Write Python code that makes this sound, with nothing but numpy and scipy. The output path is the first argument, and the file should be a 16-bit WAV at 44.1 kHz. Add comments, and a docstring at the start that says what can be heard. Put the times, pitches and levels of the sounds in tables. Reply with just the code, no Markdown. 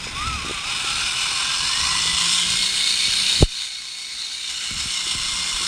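"""A dry plastic rattle comes first, and the whine of a small electric toy truck soon swells through it.
The truck crawls off a ramp and over a wooden floor: wobbling tones make its whine and hum, and noise shaped
by the turning teeth and the chassis resonances makes its rattle. A hand rumbles on the camera that follows,
with sliding tones for knocks and floor thuds. Room noise lies underneath, and one microphone hears it all.
One hard bump against the floor makes the gain control duck and slowly recover."""
import sys
import numpy as np
from scipy import signal
from scipy.fft import rfft, irfft, next_fast_len
from scipy.io import wavfile
from scipy.ndimage import uniform_filter1d, map_coordinates

SR = 44100
rng = np.random.default_rng(int(sys.argv[2]) if len(sys.argv) > 2 else 0)


def int16_out(signal):
    """Quantize to a 16-bit WAV file."""
    q = np.round(np.clip(np.atleast_2d(signal).T, -1, 1) * 32767)
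    wavfile.write(sys.argv[1], SR, q.astype(np.int16))


N = 250047
T = np.arange(N) / SR  # time of each sample in s

# quiet room noise: pitch_hz, level_db (relative)
ROOM_COLOUR = [(30, -24), (200, -9), (600, -14), (2000, -15), (15800, -43)]
# tone colour of the hand's rumble: pitch_hz, level_db (relative)
GRIP_COLOUR = [(18, -16), (30, -5), (50, -8), (68, -1), (95, -12.5), (130, -9.5), (250, -17), (450, -31),
               (800, -49)]
# how strongly the hand rumbles on the camera: start_s, level_db
GRIP_LEVEL = [(0.0, -43.5), (0.27, -35), (0.6, -43), (1.04, -41), (1.3, -48), (1.5, -45), (2.14, -41),
              (2.36, -48), (2.6, -41), (2.9, -52), (3.13, -45), (3.4, -43), (3.6, -42), (4.1, -50),
              (4.62, -49), (4.74, -36.5), (5.0, -49.5), (5.18, -38), (5.4, -47), (5.62, -47)]
# knocks on the camera, from finger taps to low nudges and the bump: start_s, level_db, first_pitch_hz
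CAMERA_KNOCKS = [(0.069, -23, 503), (0.141, -34, 60), (0.206, -32, 70), (0.266, -31, 403),
                 (0.274, -24.5, 85), (.348, -25, 75), (0.4482, -22, 380), (0.4618, -25, 350),
                 (.482, -25, 292), (.496, -20, 403), (0.51, -17.5, 414), (0.8453, -26, 399),
                 (1.316, -31, 392), (2.056, -27, 453), (3.323, -30, 490), (3.408, -10.5, 131),
                 (3.421, -6.5, 152), (3.4255, 3, 437), (3.4267, -17, 1303), (3.4294, -5, 701),
                 (5.068, -24.5, 404), (5.26, -34, 50), (5.33, -29, 54), (5.54, -27, 45.96),
                 (5.61, -30, 376.3), (5.627, -31, 383)]
# thuds that come up through the floor: start_s, level_db, first_pitch_hz
FLOOR_THUDS = [(3.081, -31.5, 296.5), (3.428, 1, 166), (4.711, -22, 322), (4.857, -23.5, 302.7),
               (5.15, -24.5, 328)]
# the motor drive: start_s, tooth_rate_hz, whine_db (before the speed trim), rattle_db (before jolts)
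MOTOR_DRIVE = [(0.0, 980, -61, -34), (0.135, 1011, -44, -32.5), (0.17, 1109, -28.5, -29.5),
               (0.27, 1334, -24.5, -29), (0.35, 1263, -27.5, -29), (0.41, 1069, -33, -30),
               (0.5, 1224, -33, -27.5), (0.62, 1133, -34, -29.5), (0.72, 1430, -34, -24),
               (0.81, 1560, -36, -23), (0.88, 1306, -27, -23.5), (0.97, 1390, -39, -23.5),
               (1.12, 1487, -37, -22.5), (1.6, 1618, -35, -22.5), (1.82, 1937, -30, -21),
               (2.08, 1991, -28, -21), (2.25, 2032, -37, -19), (2.45, 2123, -30, -20),
               (2.95, 2232, -28, -20.5), (3.4, 2310, -39, -19.5), (3.7, 2199, -25.5, -18.5),
               (4.25, 2220, -29.5, -19.5), (4.45, 2336, -31, -20), (4.56, 2192, -34, -19.5),
               (4.85, 2238, -24.5, -19.5), (5.0, 2110, -29, -20), (5.5, 2120, -29.5, -23),
               (5.67, 2115, -40, -22.5)]
# hum of the motor shaft, before a fixed lift: start_s, level_db
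SHAFT_HUM = [(0, -49), (1.7, -58), (2.0, -42.5), (2.4, -43.5), (2.9, -55), (3.45, -46.5), (3.7, -58),
             (4.3, -66), (4.6, -54), (5.1, -49), (5.67, -48.5)]
# moments when the truck shows each side to the microphone: start_s
SIDE_TIMES = [.3, .85, 1.9, 2.4, 2.72, 4.3, 4.65, 5.3]
# chassis resonances: pitch_hz, width_hz, then one level_db for each side in turn
CHASSIS_MODES = [(810, 170, -9, -10, -17, -22, -26, -23, -23, -22),
                 (1050, 160, -3, -9, -1, -10, -19, -19, -20, -9),
                 (1350, 340, -7, -6, -9, -16, -22, -21, -16, -13),
                 (1560, 300, -8, -11, -11, -14, -19, -17, -16, -15),
                 (2090, 400, -5, -14, -11, -13, -15, -13, -13, -14),
                 (2480, 430, -1, 0, -7, -11, -11, -13, -11, -11),
                 (2920, 270, -6, -1, 0, -4, -7, -9, -1, -4),
                 (3150, 290, -6, -10, -17, -3, -10, -13, -11, -12),
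                 (3490, 320, -4, -4, -3, 0, -26, -25, -13, -2), (3710, 330, -3, -2, -6, -6, -1, -1, -3, -7),
                 (4200, 480, -7, -6, -2, -9, -4, -3, -4, -5),
                 (4450, 240, -15, -11, -6, -8, -5, -2, -26, -9),
                 (5080, 460, -5, -7, -5, -7, -13, -16, -15, -11),
                 (5390, 600, -10, -12, -3, -8, -16, -13, -8, -6),
                 (6050, 900, -13, -13, -10, -15, -19, -13, -15, -15),
                 (6850, 420, -12, -16, -28, -10, -14, -11, -10, -12),
                 (7500, 1400, -22, -16, -11, -13, -34, -32, -12, -14),
                 (8640, 1730, -13, -12, -11, -11, -14, -15, -16, -12)]
# broad part of the rattle, beside the resonances: pitch_hz, level_db (relative)
RATTLE_FIZZ = [(500, -56), (1000, -54), (3000, -19), (9000, -21.5), (10500, -29.5), (12000, -38.5),
               (15800, -44.5)]
# uneven gears swell the rattle: turns_per_motor_turn, depth_db
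GEAR_RUNOUT = [(.163, .6), (.327, 1.0), (.654, 1.0), (1, .5)]
# the wheels jolt and the rattle flares: centre_s, rise_db, length_ms (centre to 1/e of the dB rise)
WHEEL_JOLTS = [(.05, 4, 25), (0.271, 4.5, 9.3), (.48, 0, 6.2), (3.6, 7, 87), (4.503, 4, 17), (4.8, 2, 12.9)]

TEETH = 12  # on the motor pinion
KNOCK_FALL_CYCLES, KNOCK_RING_CYCLES = 12.6, 8.2  # cycles of first pitch: to half pitch, to -60 dB
THUD_FALL_S, THUD_RING_S = 0.0043, 0.17  # seconds: to half pitch, to -60 dB
TOP_HZ = 15740  # nothing passes above this


def amp(db):
    """Turn decibels into a plain multiplier."""
    return 10 ** (np.asarray(db) / 20)


def unit(x):
    """Scale x to an average (RMS) level of 1."""
    return x / np.sqrt(np.mean(x ** 2) + 1e-20)


def curves(rows):
    """Draw straight lines between table rows: one curve for each column after the time."""
    s, *cols = np.transpose(rows)
    return [np.interp(T, s, c) for c in cols]


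def wobble(rate):
    """A smooth random curve through `rate` random points a second."""
    knots = rng.standard_normal(int(N * rate / SR) + 4)
    return map_coordinates(knots, [T * rate])


def noise():
    """Plain white noise, equally strong at every pitch."""
    return rng.standard_normal(N)


def filtered(x, response):
    """Multiply the spectrum of x by a gain that depends on pitch."""
    m = next_fast_len(N + 8192)
    gain = response(np.fft.rfftfreq(m, 1 / SR))
    return irfft(rfft(x, m) * gain, m)[..., :N]


def shape(points):
    """A gain curve through (pitch_hz, level_db) points on a log pitch axis."""
    hz, db = np.transpose(points)
    return lambda f: amp(np.interp(np.log(f + 1), np.log(hz), db, -120, -120))


def room_air():
    """The quiet of the room: steady noise, strongest in the low tones."""
    return amp(-44.5) * unit(filtered(noise(), shape(ROOM_COLOUR)))


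def hand_rumble():
    """The grip on the camera makes low noise, lumpy because its strength wobbles."""
    rumble_db, = curves(GRIP_LEVEL)
    lumpy = amp(3 * wobble(16)) * noise()
    return amp(rumble_db) * unit(filtered(lumpy, shape(GRIP_COLOUR)))


def sliding_hits(rows):
    """Each hit arrives high pitch first and slides down, as bending waves do, while it dies away."""
    out, t = np.zeros(N + SR), np.arange(SR // 2) / SR
    for s, db, hz, fall_s, ring_s in rows:
        cycles = hz * fall_s * np.log1p(t / fall_s)
        onset = 1 - np.exp(-t / .0003)
        fade = amp(db - 60 * t / ring_s)
        out[round(s * SR):][:len(t)] += fade * onset * np.sin(2 * np.pi * cycles)
    return out[:N]


def floor_thuds():
    """Thuds through the floor all slide and ring for the same time, whatever their pitch."""
    return sliding_hits([(s, db, hz, THUD_FALL_S, THUD_RING_S) for s, db, hz in FLOOR_THUDS])


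def camera_knocks():
    """Knocks slide and ring for a set number of cycles, so low ones last longer."""
    return sliding_hits([(s, db, hz, KNOCK_FALL_CYCLES / hz, KNOCK_RING_CYCLES / hz)
                         for s, db, hz in CAMERA_KNOCKS])


def shaft_hum(turns):
    """The motor shaft hums once a turn, with a weaker tone an octave up."""
    hum_db, = curves(SHAFT_HUM)
    tone = np.sin(2 * np.pi * turns) + amp(-12) * np.sin(4 * np.pi * turns)
    return amp(hum_db + 3.0 + 2.4 * wobble(17)) * tone


def patchy(x, depth_db):
    """Loose panels come and go: a random gain field over time and pitch."""
    z = signal.stft(x, nperseg=512)[2]
    field = rng.standard_normal(z.shape)
    field = uniform_filter1d(field, size=4, axis=0)  # smooth over pitch
    field = uniform_filter1d(field, size=12, axis=1)  # smooth over time
    return signal.istft(z * amp(depth_db * unit(field)), nperseg=512)[1][:N]


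def chassis_response(side):
    """How the plastic chassis colours a blow, as heard from one side."""
    def body(f):
        # each mode acts twice (gearbox, then shell), which keeps the valleys dark
        modes = sum(amp(m[2 + side]) ** 2 / (1 + (2 * (f - m[0]) / m[1]) ** 2) ** 2 for m in CHASSIS_MODES)
        # the shell radiates little below its lowest mode and above its highest
        low_limit = 1 + (700 / (f + 1)) ** 6
        high_limit = 1 + (f / 9600) ** 24
        return np.sqrt(modes / low_limit / high_limit + shape(RATTLE_FIZZ)(f) ** 2)
    return body


def rattle(turns):
    """Every tooth strikes with a chance strength; the side facing the microphone sets the colour."""
    tooth = (turns * TEETH).astype(int)
    strength_db = 0.83 * rng.standard_normal(tooth[-1] + 1)[tooth]
    swell_db = sum(db * np.sin(2 * np.pi * ratio * turns + 0.2 * wobble(5.06)) for ratio, db in GEAR_RUNOUT)
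    blows = amp(strength_db + swell_db + 0.69 * wobble(30)) * noise()
    blows = patchy(blows, depth_db=1.4)
    out = np.zeros(N)
    for side, facing in enumerate(np.eye(len(SIDE_TIMES))):
        # one side fades into the next as the truck turns
        out += np.interp(T, SIDE_TIMES, facing) * unit(filtered(blows, chassis_response(side)))
    return unit(out)


def tooth_whine(turns, tooth_hz, whine_db):
    """Meshing teeth whine; play between them grows with speed and shakes timing and depth."""
    backlash = (tooth_hz / 2000) ** 1.1
    shake = backlash * (.9 * wobble(60) + .5 * wobble(160) + .6 * wobble(15))
    cycle = 2 * np.pi * turns * TEETH + shake
    throb_db = backlash * (3.5 * wobble(45) + 2.5 * np.sin(2 * np.pi * GEAR_RUNOUT[0][0] * turns))
    tone = np.sin(cycle) + amp(-9) * np.sin(2 * cycle)
    return amp(whine_db + throb_db - 4.6 * backlash) * tone


def truck():
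    """Shaft hum, rattle and tooth whine all follow the same motor speed."""
    tooth_hz, whine_db, rattle_db = curves(MOTOR_DRIVE)
    turns = np.cumsum(tooth_hz) / SR / TEETH
    jolt_db = sum(db * np.exp(-((T - s) * 1000 / ms) ** 2) for s, db, ms in WHEEL_JOLTS)
    rattling = amp(rattle_db + jolt_db) * rattle(turns)
    return shaft_hum(turns) + rattling + tooth_whine(turns, tooth_hz, whine_db)


def scene():
    """Add all the sounds; one microphone feeds both channels."""
    background = room_air() + hand_rumble()
    hits = floor_thuds() + camera_knocks()
    return np.tile(background + hits + truck(), (2, 1))


def gain_control(x, limit_db=-14.0, steepness=1.7, recover_db=7.5, attack_s=0.047):
    """Loud moments pull the gain down over attack_s; it climbs back at recover_db a second."""
    power = np.abs(uniform_filter1d(x[0] ** 2, SR // 50))  # averaged over 20 ms
    level_db = 10 * np.log10(power + 1e-12)
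    need_db = steepness * np.maximum(level_db - limit_db, 0)
    cut_db = np.maximum.accumulate(need_db + recover_db * T) - recover_db * T
    eased_db = uniform_filter1d(cut_db, round(attack_s * SR))
    late_db = np.interp(T - 0.55 * attack_s, T, eased_db)  # the gain reacts a little late
    return x * amp(-late_db)


def record(dry):
    """Gain control, a soft ceiling that rounds off peaks, then a cut of the highest tones."""
    x = gain_control(dry)
    rounded = x / (1 + np.abs(x) ** 6) ** (1 / 6)
    return filtered(rounded, lambda hz: hz < TOP_HZ)


dry = scene()
out = record(dry)
int16_out(out)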